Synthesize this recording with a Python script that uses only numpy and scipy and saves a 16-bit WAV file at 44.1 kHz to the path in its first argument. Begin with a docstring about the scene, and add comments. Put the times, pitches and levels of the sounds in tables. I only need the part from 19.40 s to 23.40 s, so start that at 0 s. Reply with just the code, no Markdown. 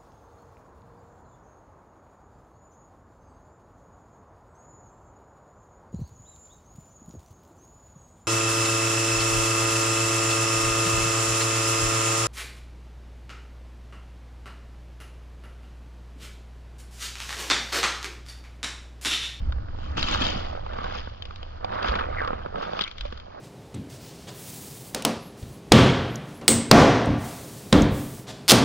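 """Slow footsteps on a wet pebble beach.

The first step sinks into wet, fine shingle; the next ones grind coarser pebbles, which knock,
click, ring and skid. The crunch is many small stone contacts, each ringing briefly.
Low wind rumbles on two microphones pointing at the ground, over a faint wash of water."""
import sys
import numpy as np
from scipy import signal
from scipy.fft import rfft, irfft, next_fast_len
from scipy.io import wavfile
from scipy.ndimage import uniform_filter1d

SR = 44100
rng = np.random.default_rng(int(sys.argv[2]) if len(sys.argv) > 2 else 0)


def generate_wav(sig):
    """Save sig (samples, or channels by samples) to the path in sys.argv[1] as 16-bit PCM at SR."""
    pcm = np.round(np.clip(np.atleast_2d(sig).T, -1, 1) * 32767).astype(np.int16)
    wavfile.write(sys.argv[1], SR, pcm)


N = 176400
TIME_S = np.arange(N) / SR
FFT_SIZE = next_fast_len(N + SR // 4)
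BIN_HZ = np.maximum(np.arange(FFT_SIZE // 2 + 1) * SR / FFT_SIZE, 1)
TOP_HZ = 8400


def from_db(db):
    """Decibels to gain."""
    return 10 ** (np.asarray(db) / 20)


def envelopes(rows):
    """One gain curve over time per dB column."""
    times_s, *columns = np.transpose(rows)
    return [from_db(np.interp(TIME_S, times_s, db)) for db in columns]


def per_bin(points):
    """Table interpolated over log frequency."""
    hz, value = np.transpose(points)
    return np.interp(np.log(BIN_HZ), np.log(hz), value)


def minimum_phase(colour):
    """Causal response of a colour, at unit power gain."""
    gain = from_db(per_bin(colour))
    cepstrum = irfft(np.log(gain / np.sqrt(np.mean(gain ** 2))), FFT_SIZE)
    cepstrum[1:FFT_SIZE // 2] *= 2
    cepstrum[FFT_SIZE // 2 + 1:] = 0
    return np.exp(rfft(cepstrum))


# Left-right likeness: f/Hz, coherence
COHERENCE = [(60, 0.91), (500, 0.97), (1350, 0.91), (1850, 1), (2150, 1), (2600, 0.34), (3400, 0.8),
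             (4700, 0.23), (5700, 0.16), (8000, 0.098)]
def to_stereo(pair, colour, scatter=1):
    """Colour a direct and a scattered signal; mix them as mid and side."""
    direct, scattered = rfft(pair, FFT_SIZE) * minimum_phase(colour)
    side_share = np.clip(scatter * (1 - per_bin(COHERENCE)) / 2, 0, .5)
    mid = np.sqrt(1 - side_share) * direct
    side = np.sqrt(side_share) * scattered
    return irfft([mid + side, mid - side], FFT_SIZE)[:, :N]


# Wind strength: t/s, level/dB
WIND_LEVEL = [(0, -25), (.3, -35), (.7, -30.5), (1.1, -34.5), (1.8, -38.5), (2.4, -38.5), (2.8, -32),
              (3.05, -39), (3.5, -47), (3.7, -40), (4, -50)]
# Wind and water spectra: f/Hz, relative level/dB
WIND_COLOUR = [(6, -14.5), (14, 1.5), (26, 3), (42, -10.5), (69, 0.5), (82, -5.5), (100, -6.5), (135, -23),
               (300, -31), (700, -69)]
WASH_COLOUR = [(100, 2.5), (700, 0.5), (1300, -5.5), (2200, -10), (3400, -9), (4000, -1), (4800, -2.5),
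               (5700, -12), (7000, -19), (7800, -48)]
def shore():
    """Wind rumbles on the microphones over a steady wash of water."""
    gusts, = envelopes(WIND_LEVEL)
    wind = to_stereo(gusts * rng.standard_normal((2, N)), WIND_COLOUR)
    wash = to_stereo(rng.standard_normal((2, N)), WASH_COLOUR)
    return wind + from_db(-62) * wash


def contacts(per_s, spread_db):
    """Random stone contacts of uneven size, with the running RMS held at 1."""
    sizes = from_db(spread_db * np.minimum(rng.exponential(1, N), 3))
    clicks = sizes * (rng.random(N) < per_s / SR)
    power = np.maximum(uniform_filter1d(clicks ** 2, size=2600), 0)
    return clicks / np.sqrt(power + 1e-6)


def pebbles(per_s, spread_db, t60_cycles, rub_db):
    """Each contact rings short modes at random strengths, over smooth rubbing noise."""
    clicks = contacts(per_s, spread_db)
    hits = np.flatnonzero(clicks)
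    modes_hz = np.geomspace(120, 9000, 40)
    out = np.zeros((2, N))
    for hz, spacing_hz in zip(modes_hz, np.gradient(modes_hz)):
        strengths = rng.standard_normal((2, len(hits))) * np.sqrt(rng.exponential(1, len(hits)))
        drive = np.full((2, N), 1e-18)
        drive[:, hits] = clicks[hits] * strengths
        radius = from_db(-60 * hz / (t60_cycles * SR))
        gain = np.sqrt((1 - radius ** 2) * spacing_hz / SR)
        feedback = [1, -2 * radius * np.cos(2 * np.pi * hz / SR), radius ** 2]
        out += signal.lfilter([gain, 0, -gain], feedback, drive)
    return out + from_db(rub_db) * rng.standard_normal((2, N))


def chinks(per_s, t60_cycles):
    """Loose pebbles ring briefly, each at one pitch of its own."""
    draws = rng.random((5000, 4))
    sounding = draws[:, 3] < per_s * N / SR / len(draws)
    onset, pitch, size, _ = draws[sounding].T
    hz = 150 * 55 ** pitch
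    lengths = (SR * t60_cycles / hz).astype(int)
    pebble = np.repeat(np.arange(len(hz)), lengths)  # all rings laid end to end
    age = np.arange(len(pebble)) - (np.cumsum(lengths) - lengths)[pebble]
    cycles = hz[pebble] * age / SR
    envelope = (1 - np.exp(-cycles)) * from_db(-60 * age / lengths[pebble])
    rings = ((.5 + size) * hz)[pebble] * envelope * np.sin(2 * np.pi * cycles)
    out = np.bincount((onset * N).astype(int)[pebble] + age, rings, minlength=N)[:N]
    return out / np.std(out) * np.sqrt(TOP_HZ / (SR / 2))


def loose(per_s, t60_cycles, db):
    """Ringing pebbles, direct and scattered."""
    return from_db(db) * np.array([chinks(per_s, t60_cycles), chinks(per_s, t60_cycles)])


# Work of the feet on the ground: t/s, deep stones/dB, top pebbles/dB, grit/dB
TREAD_LEVELS = [(0, -46.5, -55, -60), (.34, -49, -53, -73.5), (.55, -44, -45, -81), (.59, -44, -40, -59),
                (.77, -35, -33.5, -41.5), (.92, -33.5, -39.5, -39.5), (1.12, -38, -45, -51.5),
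                (1.22, -42.5, -49, -60.5), (1.45, -35.5, -37.5, -50), (1.58, -35.5, -43.5, -41.5),
                (1.63, -47, -48, -50.5), (1.78, -49.5, -56, -59.5), (2.14, -49.5, -52, -60.5),
                (2.26, -39.5, -46, -66), (2.34, -32.5, -35, -49.5), (2.42, -34.5, -33, -53.5),
                (2.48, -29.5, -28.5, -35), (2.53, -30.5, -32, -48), (2.61, -35, -31.5, -50),
                (2.68, -35, -41.5, -57), (2.76, -36, -37, -56), (2.84, -36, -37.5, -56.5),
                (3.12, -41.5, -49, -63.5), (3.17, -31, -43, -56), (3.235, -37, -37, -45),
                (3.29, -35, -42, -53), (3.39, -35.5, -39.5, -44), (3.45, -50.5, -44.5, -47.5),
                (3.54, -50, -54.5, -57), (3.66, -50.5, -51.5, -52.5), (3.86, -48, -56.5, -63.5),
                (4, -39.5, -48, -68)]
# Layer spectra: f/Hz, relative level/dB
DEEP_COLOUR = [(50, -25.5), (170, -1), (320, -7.5), (500, 4), (760, 3), (1000, -6), (4000, -79.5)]
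PEBBLE_COLOUR = [(200, -17), (800, -6), (1200, 3), (1500, -3), (1950, -13.5), (2600, -18), (4000, -23),
                 (8000, -83)]
GRIT_COLOUR = [(600, -12), (1800, -5.5), (2600, -1.5), (3400, 2), (4050, -8.5), (4800, -4), (5600, -16),
               (6800, -23), (7700, -58)]
def crunch():
    """Weight shifts deep stones, crunches the top pebbles and grinds the grit between them."""
    deep, top, grit = envelopes(TREAD_LEVELS)
    shifting = pebbles(per_s=380, spread_db=2.5, t60_cycles=6.9, rub_db=-7.5)
    shifting += loose(per_s=400, t60_cycles=21, db=-8)
    crunching = pebbles(per_s=450, spread_db=2, t60_cycles=8.7, rub_db=-7)
    crunching += loose(per_s=740, t60_cycles=53, db=-2.5)
    grinding = pebbles(per_s=600, spread_db=3, t60_cycles=20, rub_db=-3)
    grinding += loose(per_s=600, t60_cycles=150, db=-2.5)
    return (to_stereo(deep * shifting * from_db(-1), DEEP_COLOUR)
            + to_stereo(top * crunching * from_db(-1), PEBBLE_COLOUR)
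            + to_stereo(grit * grinding, GRIT_COLOUR, scatter=2))


# Low pulses: t/s, half-width/s, f/Hz, level/dB
THUMPS = [(0.032, 0.014, 61, -32), (0.096, 0.021, 61.3, -20), (0.166, 0.027, 63.7, -22),
          (0.514, 0.027, 69.8, -25), (2.502, 0.015, 53.3, -18.5), (3.635, 0.032, 45.4, -28)]
def thumps():
    """Footfalls and air on the microphones give soft, low pushes."""
    out = np.zeros(N)
    for centre_s, half_width_s, hz, db in THUMPS:
        t = TIME_S - centre_s
        envelope = from_db(db) * np.exp(-(t / half_width_s) ** 2)
        out += envelope * np.cos(2 * np.pi * hz * t + rng.uniform(0, 2 * np.pi))
    return out


def stone_body(burst, click_over_knock_db):
    """A stone favours one pitch; large ones knock more than they click, and ring lower and duller."""
    octaves = .018 * click_over_knock_db + .22 * rng.standard_normal()
    hz = 3410 * 2 ** octaves
    ring = signal.lfilter(*signal.iirpeak(hz, Q=8, fs=SR), burst)
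    lowpass = signal.butter(2, min(1.8 * hz, TOP_HZ), fs=SR)
    return signal.lfilter(*lowpass, burst + ring)


# Stone-on-stone hits: t/s, knock/dB, clack/dB, click/dB
STRIKES = [(0.1221, -42.5, -33.5, -43), (0.183, -37.5, -45.5, -67.5), (0.285, -42, -41.5, -69),
           (0.3466, -38, -49, -71.5), (0.387, -35.5, -44.5, -51), (0.57, -30.5, -29.5, -35.5),
           (0.5784, -26, -26, -36), (0.6275, -41.5, -30, -21), (0.684, -39, -26, -28),
           (0.7459, -42, -22, -31), (0.8206, -28, -30.5, -25.5), (0.8656, -29, -32, -25.5),
           (1.15, -28.5, -36, -58), (1.2628, -32.5, -35, -50.5), (1.333, -34.5, -45, -44),
           (1.3865, -29, -29, -45), (1.4415, -30, -30.5, -37.5), (1.673, -32.5, -37, -71),
           (1.822, -40, -41, -35), (1.8529, -41, -46, -38), (1.9073, -41, -35.5, -50),
           (1.9587, -65, -52, -41.5), (2.0288, -37.5, -44.5, -40.5), (2.245, -28.5, -32.5, -36.5),
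           (2.319, -37, -35.5, -47), (2.427, -33, -41.5, -32.5), (2.4446, -25.5, -23.5, -39),
           (2.489, -27, -33, -47.5), (2.519, -31.5, -28, -41), (2.539, -27, -28.5, -46),
           (2.5533, -28, -22.5, -33), (2.5587, -25.5, -32, -40.5), (2.5904, -41, -23, -44),
           (2.5968, -33.5, -25.5, -58), (2.6091, -28.5, -21, -50), (2.6366, -29, -28.5, -59),
           (2.8159, -23.5, -28, -44.5), (2.847, -37.5, -26.5, -44), (2.875, -24.5, -25.5, -39.5),
           (2.9049, -23, -28.5, -55), (2.930, -27.5, -31, -65), (3.06, -26.5, -31.5, -51.5),
           (3.156, -26.5, -29, -47.5), (3.18, -31, -33.5, -52), (3.227, -32, -31.5, -43),
           (3.333, -27.5, -36, -42), (3.369, -33, -36, -43), (3.391, -29.5, -23, -29.5),
           (3.411, -28.5, -38, -23), (3.4184, -39, -37.5, -28), (3.4381, -42.5, -51, -40),
           (3.4766, -44, -41.5, -36.5), (3.512, -55, -48.5, -37.5), (3.581, -52.5, -39.5, -37),
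           (3.6085, -45, -38.5, -31), (3.652, -30, -50, -41.5), (3.724, -32, -37, -43),
           (3.7743, -64.5, -44.5, -45), (3.7987, -49, -46, -42.5)]
def strike_band(colour, column, t60_s, gain_db, crack_db):
    """One register of the strikes: a hard first touch, a brief chatter and a faint settling rattle."""
    lag_s, rise_s, energy_s = .00036, .00024, .006
    t = TIME_S[:4096]
    chatter = from_db(-60 * t / t60_s)
    settling = from_db(-21 - 60 * t / .05)
    envelope = (1 - np.exp(-t / rise_s)) * (chatter + settling)
    response = np.interp(np.fft.rfftfreq(len(t), 1 / SR), BIN_HZ, abs(minimum_phase(colour)))
    out = np.zeros((2, N + SR))
    for row in STRIKES:
        onset_s, knock_db, _, click_db = row
        burst = envelope * rng.standard_normal((2, len(t))) / np.sqrt(np.sum(envelope ** 2))
        burst[0, 0] += from_db(crack_db) * (-1) ** column  # first touch, direct only
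        burst = stone_body(burst, click_db - knock_db)
        coloured = irfft(rfft(burst) * response)
        burst /= np.sqrt(np.sum(coloured ** 2, axis=1, keepdims=True) / (energy_s * SR))
        start = int((onset_s + lag_s) * SR)
        out[:, start:start + len(t)] += from_db(row[column] + gain_db) * burst
    return to_stereo(out, colour, scatter=.94)


# Strike spectra: f/Hz, relative level/dB
KNOCK_COLOUR = [(80, -14), (200, -2), (330, -6), (500, 7), (640, -0.5), (800, 0.5), (1100, -13.5),
                (8000, -71.5)]
CLICK_COLOUR = [(600, -14), (1800, -4.5), (2600, 0), (3500, 5), (4100, -0.5), (4800, 2), (5700, -12.5),
                (7000, -12), (8400, -36)]
def strikes():
    """Larger stones hit: a low knock, a clack and a bright click."""
    knock = strike_band(KNOCK_COLOUR, column=1, t60_s=.022, gain_db=-1.5, crack_db=-.5)
    clack = strike_band(PEBBLE_COLOUR, column=2, t60_s=.021, gain_db=-2.5, crack_db=-6.5)
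    click = strike_band(CLICK_COLOUR, column=3, t60_s=.02, gain_db=-.5, crack_db=-9)
    return knock + clack + click


# Shingle under the first step: t/s, hiss/dB, churn/dB
WET_STEP_LEVELS = [(0, -98, -47), (.35, -58.5, -53), (.43, -49, -46.5), (.56, -54, -43), (.574, -27.5, -28),
                   (.63, -31.5, -37), (.655, -34, -38), (.74, -25.5, -37.5), (.78, -37, -42.5),
                   (.82, -27, -35), (.9, -30.5, -38), (.96, -41.5, -41), (1.1, -51.5, -48.5),
                   (1.3, -83, -69.5)]
# Wet shingle spectra: f/Hz, relative level/dB
HISS_COLOUR = [(200, -14.5), (600, 7.5), (1300, -0.5), (2000, -5), (3100, 6.5), (4000, -1), (4800, 0),
               (5600, -11), (6400, -10), (7600, -21), (8400, -61)]
CHURN_COLOUR = [(40, -18), (110, -2.5), (220, -4.5), (330, -5.5), (440, -19), (3000, -67.5)]
def wet_step():
    """The sole sinks into wet shingle: a dense spray of tiny contacts over a low churning."""
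    hiss, churn = envelopes(WET_STEP_LEVELS)
    spray = from_db(-3.5) * pebbles(per_s=800, spread_db=1.5, t60_cycles=11, rub_db=-5.5)
    spray += loose(per_s=700, t60_cycles=150, db=-4)
    churning = pebbles(per_s=300, spread_db=4, t60_cycles=11, rub_db=-10.5)
    return to_stereo(hiss * spray, HISS_COLOUR, scatter=1.2) + to_stereo(churn * churning, CHURN_COLOUR)


# Stone and hollow modes: t/s, f/Hz, level/dB, t60/s
RING_MODES = [(0.627, 2910, -20, 0.019), (.812, 262, -20, .06), (0.863, 228, -26.5, 0.054),
              (.958, 200, -24.5, 0.066), (1.823, 3080, -30, .025), (2.245, 750, -14.5, 0.024),
              (2.848, 1210, -20, 0.04), (2.902, 503, -31, 0.039), (2.932, 480, -19, 0.04),
              (3.157, 1262, -23.5, 0.046), (3.439, 3770, -18.5, .018), (3.652, 585, -25, 0.071)]
def ringing():
    """Struck stones and the hollows between them ring for a moment."""
    out = np.zeros(N)
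    for onset_s, hz, db, t60_s in RING_MODES:
        t = np.maximum(TIME_S - onset_s, 0)
        out += from_db(db - 60 * np.minimum(t / t60_s, 3)) * np.sin(2 * np.pi * hz * t)
    return out


# Pebbles skidding from under the sole: t/s, length/s, start f/Hz, end f/Hz, level/dB
SKIDS = [(2.765, .05, 2200, 1720, -30), (2.799, .06, 1608, 1116, -30.5), (2.82, .025, 2250, 1970, -42),
         (2.868, 0.034, 1280, 1085, -30.5), (3.404, 0.019, 3550, 3545, -19.5),
         (3.434, 0.02, 3710, 2880, -30.5), (3.448, 0.046, 2036, 2434, -41.5)]
def skids():
    """Rapid slips excite one broad resonance that glides as the pebble slides."""
    half_width_hz = 190
    slips = contacts(per_s=450, spread_db=1.5) * np.exp(2j * np.pi * rng.random(N))
    slips = signal.sosfilt(signal.butter(2, half_width_hz, fs=SR, output="sos"), slips)
    slips /= np.std(slips.real)
    out = np.zeros(N)
    for onset_s, length_s, start_hz, end_hz, db in SKIDS:
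        progress = np.clip((TIME_S - onset_s) / length_s, 0, 1)
        hz = start_hz * (end_hz / start_hz) ** progress
        carrier = np.exp(2j * np.pi * np.cumsum(hz) / SR)
        out += from_db(db) * np.sin(np.pi * progress) * (slips * carrier).real
    return out


def scene():
    """Shore, feet and stones together."""
    return shore() + crunch() + thumps() + strikes() + wet_step() + ringing() + skids()


# Microphone balance: f/Hz, left over right/dB
MIC_BALANCE = [(60, -2), (110, 1), (190, 8), (330, -1.5), (570, -6), (950, -5.5), (1500, 0.5), (2200, -1),
               (2650, 12.5), (3300, 8.5), (3950, 2), (4500, -8.5), (5200, -14.5), (6200, -6.5),
               (7600, -1.5)]
# Microphone phase: f/Hz, left lead/rad
MIC_LEAD = [(20, 0.04), (200, 0.17), (450, -2.5), (700, -3), (1200, -4.5), (1850, -6), (2300, -5.5),
            (3200, -9.0), (4100, -10), (5300, -7.5), (7500, -10)]
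def record(dry):
    """Each microphone has its own colour and delay; the top is cut steeply."""
    balance = from_db(per_bin(MIC_BALANCE))
    left = balance * np.exp(1j * per_bin(MIC_LEAD))
    mics = np.array([left, np.ones_like(left)]) * np.sqrt(2 / (1 + balance ** 2))
    sound = irfft(rfft(dry, FFT_SIZE) * mics, FFT_SIZE)[:, :N]
    lowpass = signal.cheby2(16, 70, TOP_HZ + 600, fs=SR, output="sos")
    return signal.sosfilt(lowpass, sound)


dry = scene()
out = record(dry)
generate_wav(out)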